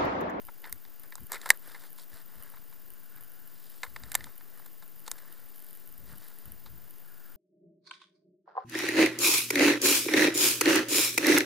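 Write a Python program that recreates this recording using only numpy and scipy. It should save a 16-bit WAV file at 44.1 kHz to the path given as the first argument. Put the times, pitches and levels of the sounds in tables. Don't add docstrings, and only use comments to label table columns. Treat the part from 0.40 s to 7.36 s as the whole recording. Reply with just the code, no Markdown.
import sys
import numpy as np
from scipy import signal
from scipy.fft import rfft, irfft, next_fast_len
from scipy.io import wavfile
from scipy.ndimage import uniform_filter1d, map_coordinates

SR = 44100
rng = np.random.default_rng(int(sys.argv[2]) if len(sys.argv) > 2 else 0)


def output_pcm(signal):
    pcm = np.clip(np.atleast_2d(signal).T, -1, 1) * 32767
    wavfile.write(sys.argv[1], SR, np.round(pcm).astype(np.int16))


N = 306936

# (f/Hz, relative density/dB)
HISS_SPECTRUM = [(20, -6.5), (55, -23), (120, -25.5), (280, -18), (520, -21.5), (1000, -25), (1700, -24),
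                 (2400, -30.5), (4300, -31.5), (5900, -32.5), (8600, -31), (10700, -31.5), (14000, -26),
                 (15300, -26)]
AIR_SPECTRUM = [(15, -36.5), (25, -15), (54, 2), (130, 0.5), (216, -5.5), (257, -6), (400, -17.5),
                (520, -43), (880, -120)]
RUB_SPECTRUM = [(200, -12.5), (400, -4), (800, -5.5), (1450, -1), (1900, -0.5), (2500, -18), (3500, -26)]
STALK_SPECTRUM = [(2200, -14.5), (3600, -0.5), (5000, -1), (6300, -9), (7400, -3.5), (10500, -0.5),
                  (14000, -9)]
RUMBLE_SPECTRUM = [(8, -6.5), (25, -8.0), (70, -13.5), (300, -39.5)]
# (f/Hz, bandwidth/Hz, relative level/dB)
WHIR_MODES = [(1451, 210, 2.5), (1754, 201, -3.5)]
TICK_TREBLE_MODES = [(9900, 560, -0.5), (11350, 900, 3), (12170, 1700, 4), (13700, 690, -3)]
TICK_BODY_MODES = [(2964, 110, -5.5)]
CASE_MODES = [(523.3, 220, -11), (904, 347, -8.5), (1034, 280, -9), (1267, 550, -5.5), (1838, 277, 12),
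              (2005, 240, 10), (2170, 263, -20), (3710, 160, -15.5), (3945, 570, -6.5), (4393, 950, -5.5),
              (4870, 410, -14.5), (6120, 1020, -11.5), (6793, 860, -6.5), (7283, 640, -8.5),
              (8250, 640, -8), (8910, 803, -13), (9580, 650, -10), (10180, 790, -14), (11370, 690, -11),
              (12190, 670, -17.5), (12270, 800, -10.5), (14600, 800, -6)]
# (f/Hz, bandwidth/Hz, rms level/dB)
HISS_HUMPS = [(2920, 350, -80), (4900, 380, -77), (6850, 400, -83), (9750, 600, -73), (11400, 750, -68),
              (15050, 450, -69)]
# (f/Hz, relative level/dB)
WHINE_CYCLE = [(14560, -51), (14580, -50.5), (14980, -59)]
# (start t/s, end t/s, level/dB)
WHIR_SPANS = [(2.494, 3.15, -68), (6.636, 7.0, -65)]
# (middle t/s, half length/s, level/dB)
AIR_PUFFS = [(0.07, 0.055, -64), (0.345, 0.05, -60), (0.83, 0.039, -54), (1.74, 0.044, -65.5),
             (1.98, 0.087, -64), (2.205, 0.04, -65), (2.77, 0.034, -65), (3.64, 0.21, -60.5),
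             (3.82, 0.097, -56.5), (5.7, 0.16, -56.5), (6.1, 0.079, -56.5), (6.33, 0.18, -60)]
# (t/s, level/dB as rms over 3.5 ms)
CLEAR_TICKS = [(0.051, -47), (0.069, -45.5), (0.219, -48.5), (0.296, -47.5), (0.597, -46), (0.634, -48),
               (0.868, -44.5), (1.173, -45.5), (1.275, -46), (1.53, -46), (2.025, -44), (2.034, -44),
               (2.504, -46), (2.809, -46.5), (2.836, -48), (3.075, -47.5), (3.299, -49), (3.73, -46),
               (3.979, -46.5), (4.479, -49), (4.708, -48.5), (4.926, -45), (5.475, -46), (5.579, -47.5),
               (5.782, -47), (5.884, -48), (5.987, -46), (6.056, -46), (6.12, -41.5), (6.508, -46)]
# (t/s, level/dB)
TICK_RUN = [(5.1594, -50.5), (5.245, -49.5), (5.33, -46.5), (5.374, -48)]
# (t/s, lifetime/s, knock level/dB as rms over 10 ms,
# ring level/dB re knock, snap level/dB re knock, snap f/Hz)
CASE_SLIPS = [(0.0826, 0.0075, -47, -8, -29, 11100), (0.2405, 0.0059, -52, 5, -12, 8500),
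              (0.2525, 0.0022, -52.5, 2, -20, 8100), (0.3261, 0.00063, -57, 8.5, 22.5, 11700),
              (0.45, 0.0018, -63, 1.5, -5, 8000), (0.722, 0.004, -55, 7.5, -5, 9800),
              (0.7545, 0.00046, -50.5, -14, 6.5, 8200), (0.7788, 0.004, -54, -9, -16, 11300),
              (0.9179, 0.0038, -41.5, -4, 7, 10600), (0.9271, 0.0054, -48.5, 3.5, 7.5, 8100),
              (0.942, 0.0095, -48.5, 6, 4, 9200), (0.954, 0.008, -50.5, 9, -5, 9000),
              (1.0132, 0.004, -60.5, 6, 10.5, 8260), (1.057, 0.0055, -37, -5, -7.5, 10000),
              (1.067, 0.00736, -48, -9, -6, 10000), (1.0894, 0.006, -45.5, 2, 7, 10300),
              (1.103, 0.0013, -25, 12.5, 8.5, 9200), (1.1099, 0.0036, -44.5, 1, 1, 8450),
              (1.344, 0.012, -51.5, 5.5, -10, 10600), (1.5804, 0.01, -56, -7, -1, 10100),
              (2.135, 0.0082, -54, -6, -15.5, 11000), (2.1688, 0.0042, -57.5, -6, -15, 9000),
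              (2.3246, 0.0051, -59.5, -4, -1, 11700), (3.4312, 0.0045, -39.5, 5, -4, 8130),
              (3.44, 0.01, -44, -10, -5, 12000), (3.462, 0.0045, -54, 0, -14, 11000),
              (3.5615, 0.0023, -45, 3.5, -10, 9100), (3.6346, 0.0023, -56, 3, 2.5, 7800),
              (3.7172, 0.0019, -54.5, 8, 15.5, 10100), (3.743, 0.0015, -45, -5, 4, 7300),
              (3.7515, 0.0013, -33, 3.5, 9.5, 9360), (3.8063, 0.0019, -58, 11.5, -6, 9000),
              (3.8414, 0.001, -60, 10, 11, 8300), (3.867, 0.0048, -51.5, -9, -13, 10800),
              (4.0082, 0.0029, -58, -2, -12.5, 10500), (4.1974, 0.0021, -57.5, -9, -12, 11100),
              (4.259, 0.0048, -57.5, -6, 5, 11500), (4.4222, 0.0065, -55, -5, -5, 10000),
              (4.6768, 0.0032, -43, -7, 0, 7800), (4.7147, 0.00079, -46.5, -2.5, 13, 8200),
              (4.781, 0.003, -61, 3, 8, 10540), (6.2565, 0.012, -54, -8, -11.5, 5940)]
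# (lower f/Hz, upper f/Hz)
CASE_REGISTERS = [(150, 1450), (1450, 2500), (3300, 5800), (5800, 16000)]
# (middle t/s, half length/s, rub level/dB, stalk level/dB)
STROKES = [(0.27, 0.049, -54.5, -62.5), (0.648, 0.019, -60.5, -76), (0.942, 0.052, -45, -53.5),
           (1.072, 0.11, -52.5, -56.5), (1.299, 0.103, -56, -57.5), (1.436, 0.075, -60, -58.5),
           (1.605, 0.049, -65, -56.5), (1.763, 0.075, -57.5, -58.5), (2.028, 0.22, -61.5, -66.5),
           (2.777, 0.078, -62, -77.5), (3.341, 0.34, -71.5, -62.5), (3.769, 0.24, -59, -62),
           (4.172, 0.15, -63.5, -67.5), (4.672, 0.022, -56, -54.5), (4.868, 0.26, -61.5, -65),
           (5.266, 0.29, -72, -66.5), (5.713, 0.07, -58, -59.5), (5.85, 0.093, -62.5, -61),
           (6.017, 0.16, -66.5, -66)]

HISS_DB, RUMBLE_DB, CALM_AIR_DB = -60.5, -73.5, -73
WHINE_PULSES_PER_S, RUN_TICKS_PER_S = 50.006, 46.875
WHIR_IDLE_DB, WHIR_FADE_S = -76.5, 0.097
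STRAY_TICK_COUNT, STRAY_MAX_DB, STRAY_RANGE_DB = 60, -49, 9
CREAK_COUNT, CREAK_DB, CREAK_SPREAD_DB = 8, -61.5, 0.5
THUD_HZ, THUD_RE_KNOCK_DB, PUSH_S = 191, -25, 0.00096
KNOCK_HZ, RASP_HZ, RASP_WIDTH_HZ, USUAL_SNAP_HZ = 1008, 4000, 1800, 9530
CUTOFF_HZ = 15500


def amp(db):
    return 10 ** (np.asarray(db) / 20)


def unit(x):
    return x / np.sqrt(np.mean(x ** 2) + 1e-20)


def with_energy(x, db, seconds):
    return amp(db) * x * np.sqrt(seconds * SR / (np.sum(x ** 2) + 1e-20))


def add(track, start_s, x):
    part = track[max(round(start_s * SR), 0):][:len(x)]
    part += x[:len(part)]


def wobble(rate):
    knots = rng.standard_normal(int(N * rate / SR) + 4)
    return map_coordinates(knots, [np.arange(N) * rate / SR])


def swells(rows):
    power = np.zeros(N)
    for middle, half, db in rows:
        add(power, middle - half, amp(db) ** 2 * np.hanning(round(2 * half * SR) + 1))
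    return np.sqrt(power)


def filtered(x, response):
    n = x.shape[-1]
    padded = next_fast_len(n + min(n // 2, 4096), real=True)
    return irfft(rfft(x, padded) * response(np.fft.rfftfreq(padded, 1 / SR)), padded)[..., :n]


def coloured(x, spectrum):
    hz, db = np.transpose(spectrum)

    def gain(f):
        return amp(np.interp(np.log(f + 1), np.log(hz + 1), db, left=-120, right=-120))
    return unit(filtered(x, gain))


def resonance(f, hz, width):
    return 1j * f * width / (hz * hz - f * f + 1j * f * width)


def resonate(x, modes):
    return filtered(x, lambda f: sum((-1) ** k * amp(db) * resonance(f, hz, width)
                                     for k, (hz, width, db) in enumerate(modes)))


def hump(x, hz, width):
    return filtered(x, lambda f: resonance(f, hz, width) ** 2)


def band(x, low_hz, high_hz):
    return signal.sosfilt(signal.butter(3, [low_hz, high_hz], "band", fs=SR, output="sos"), x)


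def hiss():
    humps = sum(amp(db) * unit(hump(rng.standard_normal(N), hz, width)) for hz, width, db in HISS_HUMPS)
    return amp(HISS_DB) * coloured(rng.standard_normal(N), HISS_SPECTRUM) + humps


def rumble():
    return amp(RUMBLE_DB) * coloured(rng.standard_normal((2, N)), RUMBLE_SPECTRUM)


def whine():
    beat = np.arange(N) / SR * WHINE_PULSES_PER_S + .42
    hz, db = np.transpose(WHINE_CYCLE)[:, beat.astype(int) % len(WHINE_CYCLE)]
    gate = np.clip(1.8 * np.sin(np.pi * beat) ** 2 - .2, 0, 1)
    sag_hz = 120 * (.5 - beat % 1)
    phase = 2 * np.pi * np.cumsum(hz + sag_hz + 85 * wobble(399)) / SR
    return amp(db - 3.3 + 0.91 * wobble(120)) * gate * np.sqrt(2) * np.sin(phase)


def whir():
    t = np.arange(N) / SR
    held = sum(amp(db) * np.clip(np.minimum(t - start, end - t) / WHIR_FADE_S + .5, 0, 1)
               for start, end, db in WHIR_SPANS)
    envelope = np.maximum(held, amp(WHIR_IDLE_DB)) * amp(wobble(15))
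    return envelope * unit(band(resonate(rng.standard_normal(N), WHIR_MODES), 989, 2200))


def air():
    envelope = np.hypot(amp(CALM_AIR_DB), swells(AIR_PUFFS)) * amp(2 * wobble(25))
    return envelope * coloured(rng.standard_normal(N), AIR_SPECTRUM)


def tick(db, gap_s, second_db):
    spikes = np.zeros(SR // 100)
    spikes[0] = 1
    add(spikes, gap_s, amp([second_db]))
    treble = band(resonate(spikes, TICK_TREBLE_MODES), 8600, 15200)
    return with_energy(treble + resonate(spikes, TICK_BODY_MODES), db, seconds=0.0035)


def electrical_ticks():
    out = np.zeros(N)
    when, weakness = rng.random(size=(STRAY_TICK_COUNT, 2)).T
    strays = np.column_stack([when * N / SR, STRAY_MAX_DB - STRAY_RANGE_DB * weakness])
    for start, db in np.vstack([CLEAR_TICKS, strays]):
        add(out, start, tick(db, gap_s=rng.uniform(0.00047, .0014), second_db=rng.normal(-1.5, 2.7)))
    run_s, run_db = np.transpose(TICK_RUN)
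    for start in np.arange(run_s[0], run_s[-1], 1 / RUN_TICKS_PER_S):
        add(out, start, tick(np.interp(start, run_s, run_db), gap_s=.0009, second_db=-2))
    return out


def seam_slip(life_s):
    t = np.arange(SR // 16) / SR
    grind, settle, catch = rng.standard_normal((3, len(t)))
    grind *= amp(5.8 * unit(uniform_filter1d(catch, size=20)))
    slip = grind * np.exp(-t / (0.89 * life_s + 1e-5))
    slip *= 1 - np.exp(-(t / (.22 * life_s + 1e-5)) ** 2)
    slip[0] += 2.53 * np.exp(-life_s / 0.00394)
    return slip + amp(-35.5) * settle * np.exp(-t / 0.00994)


def shell(slip, low_hz, high_hz):
    modes = sum(with_energy(hump(slip, hz, width), db, seconds=1)
                for hz, width, db in CASE_MODES if low_hz <= hz < high_hz)
    direct = with_energy(band(slip, low_hz, high_hz), -29, seconds=0.98)
    return modes + direct


def click(life_s, knock_db, ring_re_db, snap_re_db, snap_hz):
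    slip = seam_slip(life_s)
    knock, ring, rasp, snap = [shell(slip, low, high) for low, high in CASE_REGISTERS]
    knock = resonate(knock, [(KNOCK_HZ, 0.91 * KNOCK_HZ, 0)])
    rasp = resonate(rasp, [(RASP_HZ, RASP_WIDTH_HZ, 0)])
    snap = resonate(snap, [(snap_hz, 0.3234 * snap_hz, 0)])
    push = np.exp(-np.arange(len(slip)) / SR / PUSH_S)
    thud = hump(push, THUD_HZ, width=THUD_HZ)
    ring_db, snap_db = knock_db + ring_re_db, knock_db + snap_re_db
    rasp_db = -14.5 + 0.77 * (ring_db + snap_db) / 2
    rasp_db -= 12 * np.log2(snap_hz / USUAL_SNAP_HZ)
    parts = [(thud, knock_db + THUD_RE_KNOCK_DB), (knock, knock_db), (ring, ring_db),
             (rasp, rasp_db), (snap, snap_db)]
    return sum(with_energy(x, db, seconds=0.01) for x, db in parts)


def case_clicks():
    out = np.zeros(N)
    for start, *slip in CASE_SLIPS:
        add(out, start, click(*slip))
    for when, force in rng.standard_normal(size=(CREAK_COUNT, 2)):
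        middle, half, _, _ = STROKES[rng.integers(len(STROKES))]
        knock_db = CREAK_DB + CREAK_SPREAD_DB * force
        creak = click(life_s=0.003, knock_db=knock_db, ring_re_db=-1.5, snap_re_db=-5, snap_hz=10540)
        add(out, middle + half * when / 2, creak)
    return out


def brushing():
    middle, half, rub_db, stalk_db = np.transpose(STROKES)
    rub = coloured(rng.standard_normal(N) * amp(3.2 * wobble(220)), RUB_SPECTRUM)
    stalks = coloured(rng.standard_normal(N) * amp(3.4 * wobble(400)), STALK_SPECTRUM)
    return swells(zip(middle, half, rub_db)) * rub + swells(zip(middle, half, stalk_db)) * stalks


def scene():
    return rumble() + (case_clicks() + electrical_ticks() + whine() + brushing() + whir() + air() + hiss())


def record(dry):
    rounded = dry / (1 + np.abs(dry / .9) ** 6) ** (1 / 6)
    offset = np.array([[-.007], [.002]])
    return filtered(rounded, lambda hz: 1 / np.sqrt(1 + (hz / CUTOFF_HZ) ** 160)) + offset


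dry = scene()
out = record(dry)
output_pcm(out)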